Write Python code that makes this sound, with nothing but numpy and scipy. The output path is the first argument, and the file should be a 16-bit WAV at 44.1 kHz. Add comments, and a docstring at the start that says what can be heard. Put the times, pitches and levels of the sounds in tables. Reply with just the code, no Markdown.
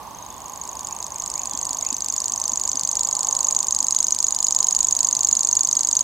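"""A grasshopper warbler reeling close by

A grasshopper warbler sings from a heap of branches, swelling to full voice over the first seconds.
About 25 times a second it gives a tick, a rough sweep upwards, and a whistle, a nearly pure tone that falls.
Delayed copies of the song are the echoes of branches; fading noise smears it into those of twigs and bushes.
Behind it: filtered noise for a far road and still air, gliding tones for far birds, low ringing knocks."""
import sys
import numpy as np
from scipy import signal
from scipy.fft import rfft, irfft, next_fast_len
from scipy.io import wavfile
from scipy.ndimage import uniform_filter1d

SR = 44100
rng = np.random.default_rng(int(sys.argv[2]) if len(sys.argv) > 2 else 0)


def master(y):
    """Save y as 16-bit WAV."""
    cut = np.clip(np.atleast_2d(y).T, -1, 1)
    pcm = np.round(cut * 32767)  # scale
    wavfile.write(sys.argv[1], SR, pcm.astype(np.int16))


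N = 266275
TIME = np.arange(N) / SR  # seconds

# still air and microphone hiss: (frequency [Hz], relative level [dB], likeness of left and right [0-1])
AIR_COLOUR = [(24, -34, .8), (40, -16, .8), (57.4, 2, 0.94), (80, -1, 0.57), (117, -3, 0.26),
              (272, -2.5, 0.28), (452, -8.5, 0), (1400, -13, 0.7), (2380, -16, 0.32), (4550, -15, 0),
              (8750, -18, 0), (16100, -20, 0), (16400, -36, .2)]
AIR_DB = -44.5

# loudness of the far road before its flutter: (time [s], level [dB])
ROAD_LEVEL = [(0, -42), (.6, -40.5), (1.5, -40.5), (2.8, -40), (3.1, -39), (3.4, -38), (3.65, -40),
              (4, -42), (5, -42), (6.04, -41.5)]
# colour of the far road: (frequency [Hz], relative level [dB])
ROAD_COLOUR = [(300, -23), (480, -15), (600, -9.5), (720, -8), (830, -2.5), (1020, 1), (1130, -2.5),
               (1230, -10.5), (1340, -32), (1600, -29), (2600, -52)]
ROAD_PAN_DB = -5.5  # left minus right

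# soft knocks, before a shared gain: (time [s], level [dB], pitch [Hz], left minus right [dB])
KNOCKS = [(0.948, -36, 194, 0.0), (1.54, -32.5, 264, 8), (1.703, -35.5, 279, 13), (1.922, -28.5, 264, 11),
          (2.523, -33, 250, 11), (2.745, -31, 270, 11), (2.83, -34, 158, 4), (3.824, -30.5, 264, 7)]

# calls of far birds, before the blur of distance:
# (time [s], length [s], first pitch [Hz], last pitch [Hz], level [dB])
FAR_CALLS = [(.15, .03, 3120, 3190, -52), (0.196, 0.028, 3950, 3760, -50), (0.308, 0.014, 3430, 3490, -45),
             (.89, 0.054, 2150, 2880, -51), (1.118, 0.054, 2000, 2530, -53),
             (1.341, 0.066, 1840, 2780, -47), (1.492, .06, 3580, 3120, -48), (1.816, .08, 1900, 2940, -46),
             (4.8, 0.075, 3750, 3160, -51)]

# speed of the reel: (time [s], tick-and-whistle pairs per second [1/s])
REEL_RATE = [(0, 25.827), (5, 24.832), (6, 25.096)]
# first tick, wait from a tick to its whistle, unsteadiness of each note (all in seconds)
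FIRST_TICK_S, WHISTLE_LAG_S, JITTER_S = .133, .0146, .0003

# course of a whistle, before each note is stretched and its glide varied:
# (time [ms], share of the starting pitch [ratio], amplitude [ratio], weight of the second half [0-1])
WHISTLE_SHAPE = [(-.35, 1.0, 0, 0), (.3, 1.015, 1.0, 0), (1.3, 1.0, 1.0, 0), (2.6, .985, .92, .4),
                 (4.0, .955, .95, 1), (5.2, .925, .75, 1), (6.6, .905, 0, 1)]
# starting pitch of the whistles, before a shared lift and chance: (time [s], pitch [Hz])
WHISTLE_PITCH = [(0.0, 6150), (0.34, 6590), (1.9, 6700), (1.98, 6430), (2.14, 6750), (2.37, 6490),
                 (2.61, 6790), (2.79, 6520), (3.04, 6760), (4.24, 6590), (4.3, 6830), (5.23, 6640),
                 (5.28, 6810), (5.99, 6630), (6.04, 6600)]
# whistles that falter: (time [s], change of level [dB])
FALTERS = [(1.08, -8), (1.98, -5.5), (2.3, -2), (3.64, -8.5), (3.84, -3.5), (4.16, -4.5), (5.21, -2)]
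# colour of the noise mixed into a whistle: (frequency [Hz], relative level [dB])
WHISTLE_NOISE = [(1500, -55), (3000, 4), (4800, 19.5), (7300, 13), (8400, 13), (10000, 13), (12000, 7),
                 (15000, -20)]
# swell of the whistles: full level before a shared gain, how far below it they start, time constant
WHISTLE_FULL_DB, WHISTLE_SWELL_DB, WHISTLE_SWELL_S = -4.5, 25, 1.68
LEAD_IN_DB = 6.5  # whistles before the first tick are softer by this much

# course of a tick, from the small click of the opening syrinx to the top of the sweep, before each is varied:
# (time from the peak [ms], pitch [Hz], amplitude [ratio], octave amplitude [ratio], rasp amplitude [ratio])
TICK_SHAPE = [(-5.35, 3600, 0, 0, 0), (-5.15, 3900, .04, .11, .035), (-4.55, 4700, 0, 0, 0),
              (-1.95, 3300, 0, 0, 0), (-1.3, 4300, .1, .2, .02), (-.9, 4800, .52, .24, .025),
              (-.5, 5450, .42, .02, .035), (-.08, 6850, 1.05, .02, .06), (.25, 7350, .85, .02, .05),
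              (.6, 7750, .26, 0, .03), (1.2, 8200, 0, 0, 0)]
# roughness of a tick, coloured by throat and beak: (frequency [Hz], relative level [dB])
TICK_RASP = [(1500, -30), (3000, -3), (3900, 1), (4800, 6), (7500, 11), (9800, -10), (11200, -6),
             (12500, -2), (15000, -4)]
# swell of the ticks: full level, how far below it the swell starts, time constant
TICK_FULL_DB, TICK_SWELL_DB, TICK_SWELL_S = -9, 30.5, 1.12

# what throat and open beak let through: (frequency [Hz], gain [dB])
BEAK = [(2500, 3), (3700, 1.5), (4700, 1), (5500, -1.5), (6600, -2.5), (7400, -0.5), (8400, 7.5),
        (9200, -2), (10100, -1), (11000, -4), (12300, -0.5), (15000, -3.5)]

# echoes from the perch and the nearest branches: (delay to left ear [ms], delay to right ear [ms], gain [ratio])
BRANCHES = [(.157, .297, .13), (.304, .436, .21), (.46, .585, .11), (.72, .718, -.13), (1.092, 1.089, .14),
            (1.501, 1.519, -.08), (1.648, 1.651, .22), (2.12, 2.128, -.12), (2.93, 2.96, .07),
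            (4.371, 4.372, -.08), (8.7, 8.71, .11)]
# blurred echoes: level, time to fade by 60 dB, time constant of the build-up
TWIGS_DB, TWIGS_T60_S, TWIGS_BUILD_S = -12, .06, .0012
BUSHES_DB, BUSHES_T60_S, BUSHES_BUILD_S = -20, .17, .008  # further off


def undb(db):
    """Turn decibels into a plain gain."""
    return 10 ** (np.asarray(db) / 20)


def pan(db):
    """Left and right gains for a level difference, left minus right."""
    return undb(np.array([[db], [-db]]) / 2)


def course(table, at):
    """The other columns of a table, read along its first column with straight lines between the rows."""
    key, *columns = np.transpose(table)
    return [np.interp(at, key, column) for column in columns]


def add(track, start_s, sound):
    """Mix a sound into a track from a given time on."""
    start = int(round(start_s * SR))
    first, last = max(start, 0), min(start + sound.shape[-1], N)
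    if last > first:
        track[..., first:last] += sound[..., first - start:last - start]


def coloured(sound, colour):
    """Make each frequency of a sound stronger or weaker as a colour table says."""
    hz, db = np.transpose(colour)[:2]
    size = next_fast_len(len(sound))
    bins_hz = np.fft.rfftfreq(size, 1 / SR)
    gain = undb(np.interp(np.log(bins_hz + 1), np.log(hz), db))
    return irfft(rfft(sound, size) * gain, size)[:len(sound)]


def noise(colour, size=N):
    """Coloured noise, scaled to an average strength (rms) of 1."""
    hiss = coloured(rng.standard_normal(size), colour)
    return hiss / hiss.std()


def walk(rate):
    """Smooth random wandering with a spread near 1, from `rate` random values per second."""
    hold = int(SR / rate)
    steps = np.repeat(rng.standard_normal(N // hold + 1), hold)
    smooth = uniform_filter1d(uniform_filter1d(steps, hold), hold)
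    return 1.64 * smooth[:N]  # makes up for the spread lost in smoothing


def turn(hz):
    """Phase of a gliding tone: the pitch added up over time."""
    return 2 * np.pi * np.cumsum(hz) / SR


def scatter(sound, t60_s, build_s):
    """Countless weak reflections that build up and die away, different at each ear."""
    t = TIME[:SR // 2]
    envelope = undb(-60 * t / t60_s) * (1 - np.exp(-t / build_s))
    tail = rng.standard_normal((2, len(t))) * envelope
    tail /= np.sqrt((tail ** 2).sum(axis=1, keepdims=True))
    return signal.fftconvolve(sound[None], tail, axes=1)[:, :N]


def air():
    """Low rumble shared by both ears under a wide, even hiss."""
    hz, _, likeness = np.transpose(AIR_COLOUR)
    alike = np.clip(np.interp(np.fft.rfftfreq(N, 1 / SR), hz, likeness), 0, 1)
    # the middle is equal in both ears, the side is opposite: their balance sets the likeness
    middle = irfft(rfft(noise(AIR_COLOUR)) * np.sqrt((1 + alike) / 2), N)
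    side = irfft(rfft(noise(AIR_COLOUR)) * np.sqrt((1 - alike) / 2), N)
    return undb(AIR_DB) * np.array([middle + side, middle - side])


def road(flutter_db=0.76, side_db=-19):
    """Far tyres merge into a narrow hum near 1 kHz, a little to the right."""
    level_db, = course(ROAD_LEVEL, TIME)
    side = noise(ROAD_COLOUR) * np.array([[1], [-1]])
    hum = noise(ROAD_COLOUR) + undb(side_db) * side
    return pan(ROAD_PAN_DB) * undb(level_db + flutter_db * walk(5.926)) * hum


def knocks(gain_db=2, t60_s=0.053, rise_s=.003):
    """Dull taps, each a single low tone that rings and quickly dies away."""
    out, t = np.zeros((2, N)), TIME[:SR // 5]
    envelope = undb(-60 * t / t60_s) * (1 - np.exp(-t / rise_s))
    for start_s, db, hz, pan_db in KNOCKS:
        ring = np.sin(2 * np.pi * hz * t) * envelope
        add(out, start_s, undb(db + gain_db) * pan(pan_db) * ring)
    return out


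def far_birds(waver=0.02):
    """Short wavering slurs, blurred by distance."""
    calls = np.zeros(N)
    for start_s, length_s, first_hz, last_hz, db in FAR_CALLS:
        n = int(length_s * SR)
        hz = np.linspace(first_hz, last_hz, n) * (1 + waver * walk(300)[:n])
        fade = signal.windows.tukey(n, .5)
        add(calls, start_s, undb(db) * fade * np.sin(turn(hz)))
    return .7 * calls + scatter(calls, t60_s=.4, build_s=.008)


def thicket(song, pan_db=-1.96):
    """Direct song, single echoes from the branches, then blurred echoes of twigs and bushes."""
    left_ms, right_ms, gain = np.transpose(BRANCHES)
    delays = np.array([left_ms, right_ms])[..., None] * SR / 1000
    # sinc pulses allow delays that fall between two samples
    pulses = gain @ np.sinc(np.arange(SR // 100) - delays)
    echoes = signal.fftconvolve(song[None], pulses, axes=1)[:, :N]
    # as the bird turns its head, the song reaches other twigs
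    head = walk(1.26)
    twigs = sum(aim * scatter(song, TWIGS_T60_S, TWIGS_BUILD_S) for aim in (np.cos(head), np.sin(head)))
    bushes = scatter(song, BUSHES_T60_S, BUSHES_BUILD_S)
    return pan(pan_db) * (song + echoes + undb(TWIGS_DB) * twigs + undb(BUSHES_DB) * bushes)


def reel(lag_s=0):
    """Times of one note in every cycle of the reel, slightly unsteady."""
    rate, = course(REEL_RATE, TIME)
    cycles = np.cumsum(rate) / SR
    cycles -= np.interp(FIRST_TICK_S, TIME, cycles)  # cycle 0 falls on the first tick
    times = np.interp(np.arange(np.ceil(cycles[0]), cycles[-1]), cycles, TIME)
    return times + lag_s + JITTER_S * rng.standard_normal(len(times))


def swell(times, full_db, depth_db, swell_s):
    """Level of notes that start softly and settle at full voice."""
    return full_db - depth_db * np.exp(-times / swell_s)


def whistle_notes(accent_db=1.34, accent_hz=28, wander_hz=45, lift_hz=30,
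                  late_db=-5.0, late_spread_db=2.5, soft_below_db=-16, soft_fade=0.8):
    """Rows (time [s], level [dB], pitch [Hz], second half [dB]): stressed notes higher, soft ones fade early."""
    times = reel(WHISTLE_LAG_S)
    accent, wander, hold = rng.standard_normal((len(times), 3)).T
    db = swell(times, WHISTLE_FULL_DB, WHISTLE_SWELL_DB, WHISTLE_SWELL_S) + accent_db * accent
    db -= LEAD_IN_DB * (times < FIRST_TICK_S)
    for falter_s, change_db in FALTERS:
        db[np.argmin(np.abs(times - falter_s))] += change_db  # the nearest whistle
    hz = course(WHISTLE_PITCH, times)[0] + lift_hz + accent_hz * accent + wander_hz * wander
    second_half_db = late_db + late_spread_db * hold - soft_fade * np.maximum(soft_below_db - db, 0)
    return np.transpose([times, db, hz, np.minimum(second_half_db, 0)])


def whistles(gain_db=-2.5, glide_spread=0.24, length_spread=0.122,
             octave_db=-46, octave_growth=0.038, octave_spread_db=4.0, noise_db=-29):
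    """Falling tones with a little noise, most at the start; their faint octave hardly grows with the note."""
    out, ms = np.zeros(N), np.arange(-44, 400) * 1000 / SR
    notes = whistle_notes()
    chances = rng.standard_normal((len(notes), 3))
    for (start_s, db, hz, late_db), (length, glide, overtone) in zip(notes, chances):
        bend, size, late = course(WHISTLE_SHAPE, ms / (1 + length_spread * length))
        phase = turn(hz * (1 + (bend - 1) * (1 + glide_spread * glide)))
        added_noise = undb(noise_db) * (1 - late / 2) * noise(WHISTLE_NOISE, len(ms))
        tone = np.sin(phase) + added_noise
        octave_level_db = octave_db + octave_growth * db + octave_spread_db * overtone
        octave = undb(octave_level_db) * np.sin(2 * phase)
        envelope = size * undb(late * late_db)
        add(out, start_s + ms[0] / 1000, envelope * (undb(db + gain_db) * tone + octave))
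    return out


def tick_notes(accent_db=1.0, unsteady_db=3.0):
    """Rows (time [s], level [dB]): ticks join after a few whistles and grow more even as the voice settles."""
    times = reel()
    times = times[np.argmin(np.abs(times - FIRST_TICK_S)):]
    spread_db = accent_db + unsteady_db * np.exp(-times / TICK_SWELL_S)
    db = swell(times, TICK_FULL_DB, TICK_SWELL_DB, TICK_SWELL_S)
    return np.transpose([times, db + spread_db * rng.standard_normal(len(times))])


def ticks(pitch_spread=0.01, length_spread=0.044, tilt_spread_db=.35, soft_below_db=-19.0,
          soft_rise=0.0039, soft_tilt=1.0, rasp_db=4.0, rasp_growth=0.5):
    """A small click, then 5 ms later a rough sweep over an octave; soft ticks are higher, thinner and raspier."""
    out, ms = np.zeros(N), np.arange(-320, 80) * 1000 / SR
    notes = tick_notes()
    chances = rng.standard_normal((len(notes), 3))
    for (peak_s, db), (length, pitch, lean) in zip(notes, chances):
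        softness_db = np.clip(soft_below_db - db, 0, 14)
        hz, size, octave, rasp = course(TICK_SHAPE, ms / (1 + length_spread * length))
        sweep_hz = hz * (1 + pitch_spread * pitch + soft_rise * softness_db)
        phase = turn(sweep_hz) + rng.uniform(0, 2 * np.pi)
        # the low start of the sweep is stronger in some ticks than in others
        tilt = undb((tilt_spread_db * lean - soft_tilt * softness_db) * np.clip(-ms, 0, 1))
        tone = tilt * size * np.sin(phase) + octave * np.sin(2 * phase)
        # the rasp grows less than the tone in louder ticks
        roughness = undb(rasp_db + rasp_growth * db) * tilt * rasp * noise(TICK_RASP, len(ms))
        add(out, peak_s + ms[0] / 1000, undb(db) * tone + roughness)
    return out


def scene():
    """The warbler in its thicket, in front of the quiet landscape."""
    background = air() + road() + knocks() + far_birds()
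    song = coloured(whistles() + ticks(), BEAK)
    return background + thicket(song)


def record(dry):
    """The recorder drops the deepest rumble and cuts the top steeply."""
    thinned = signal.sosfilt(signal.butter(3, 32, "high", fs=SR, output="sos"), dry)  # Hz
    return signal.sosfilt(signal.butter(14, 15500, fs=SR, output="sos"), thinned)  # Hz


dry = scene()
out = record(dry)
master(out)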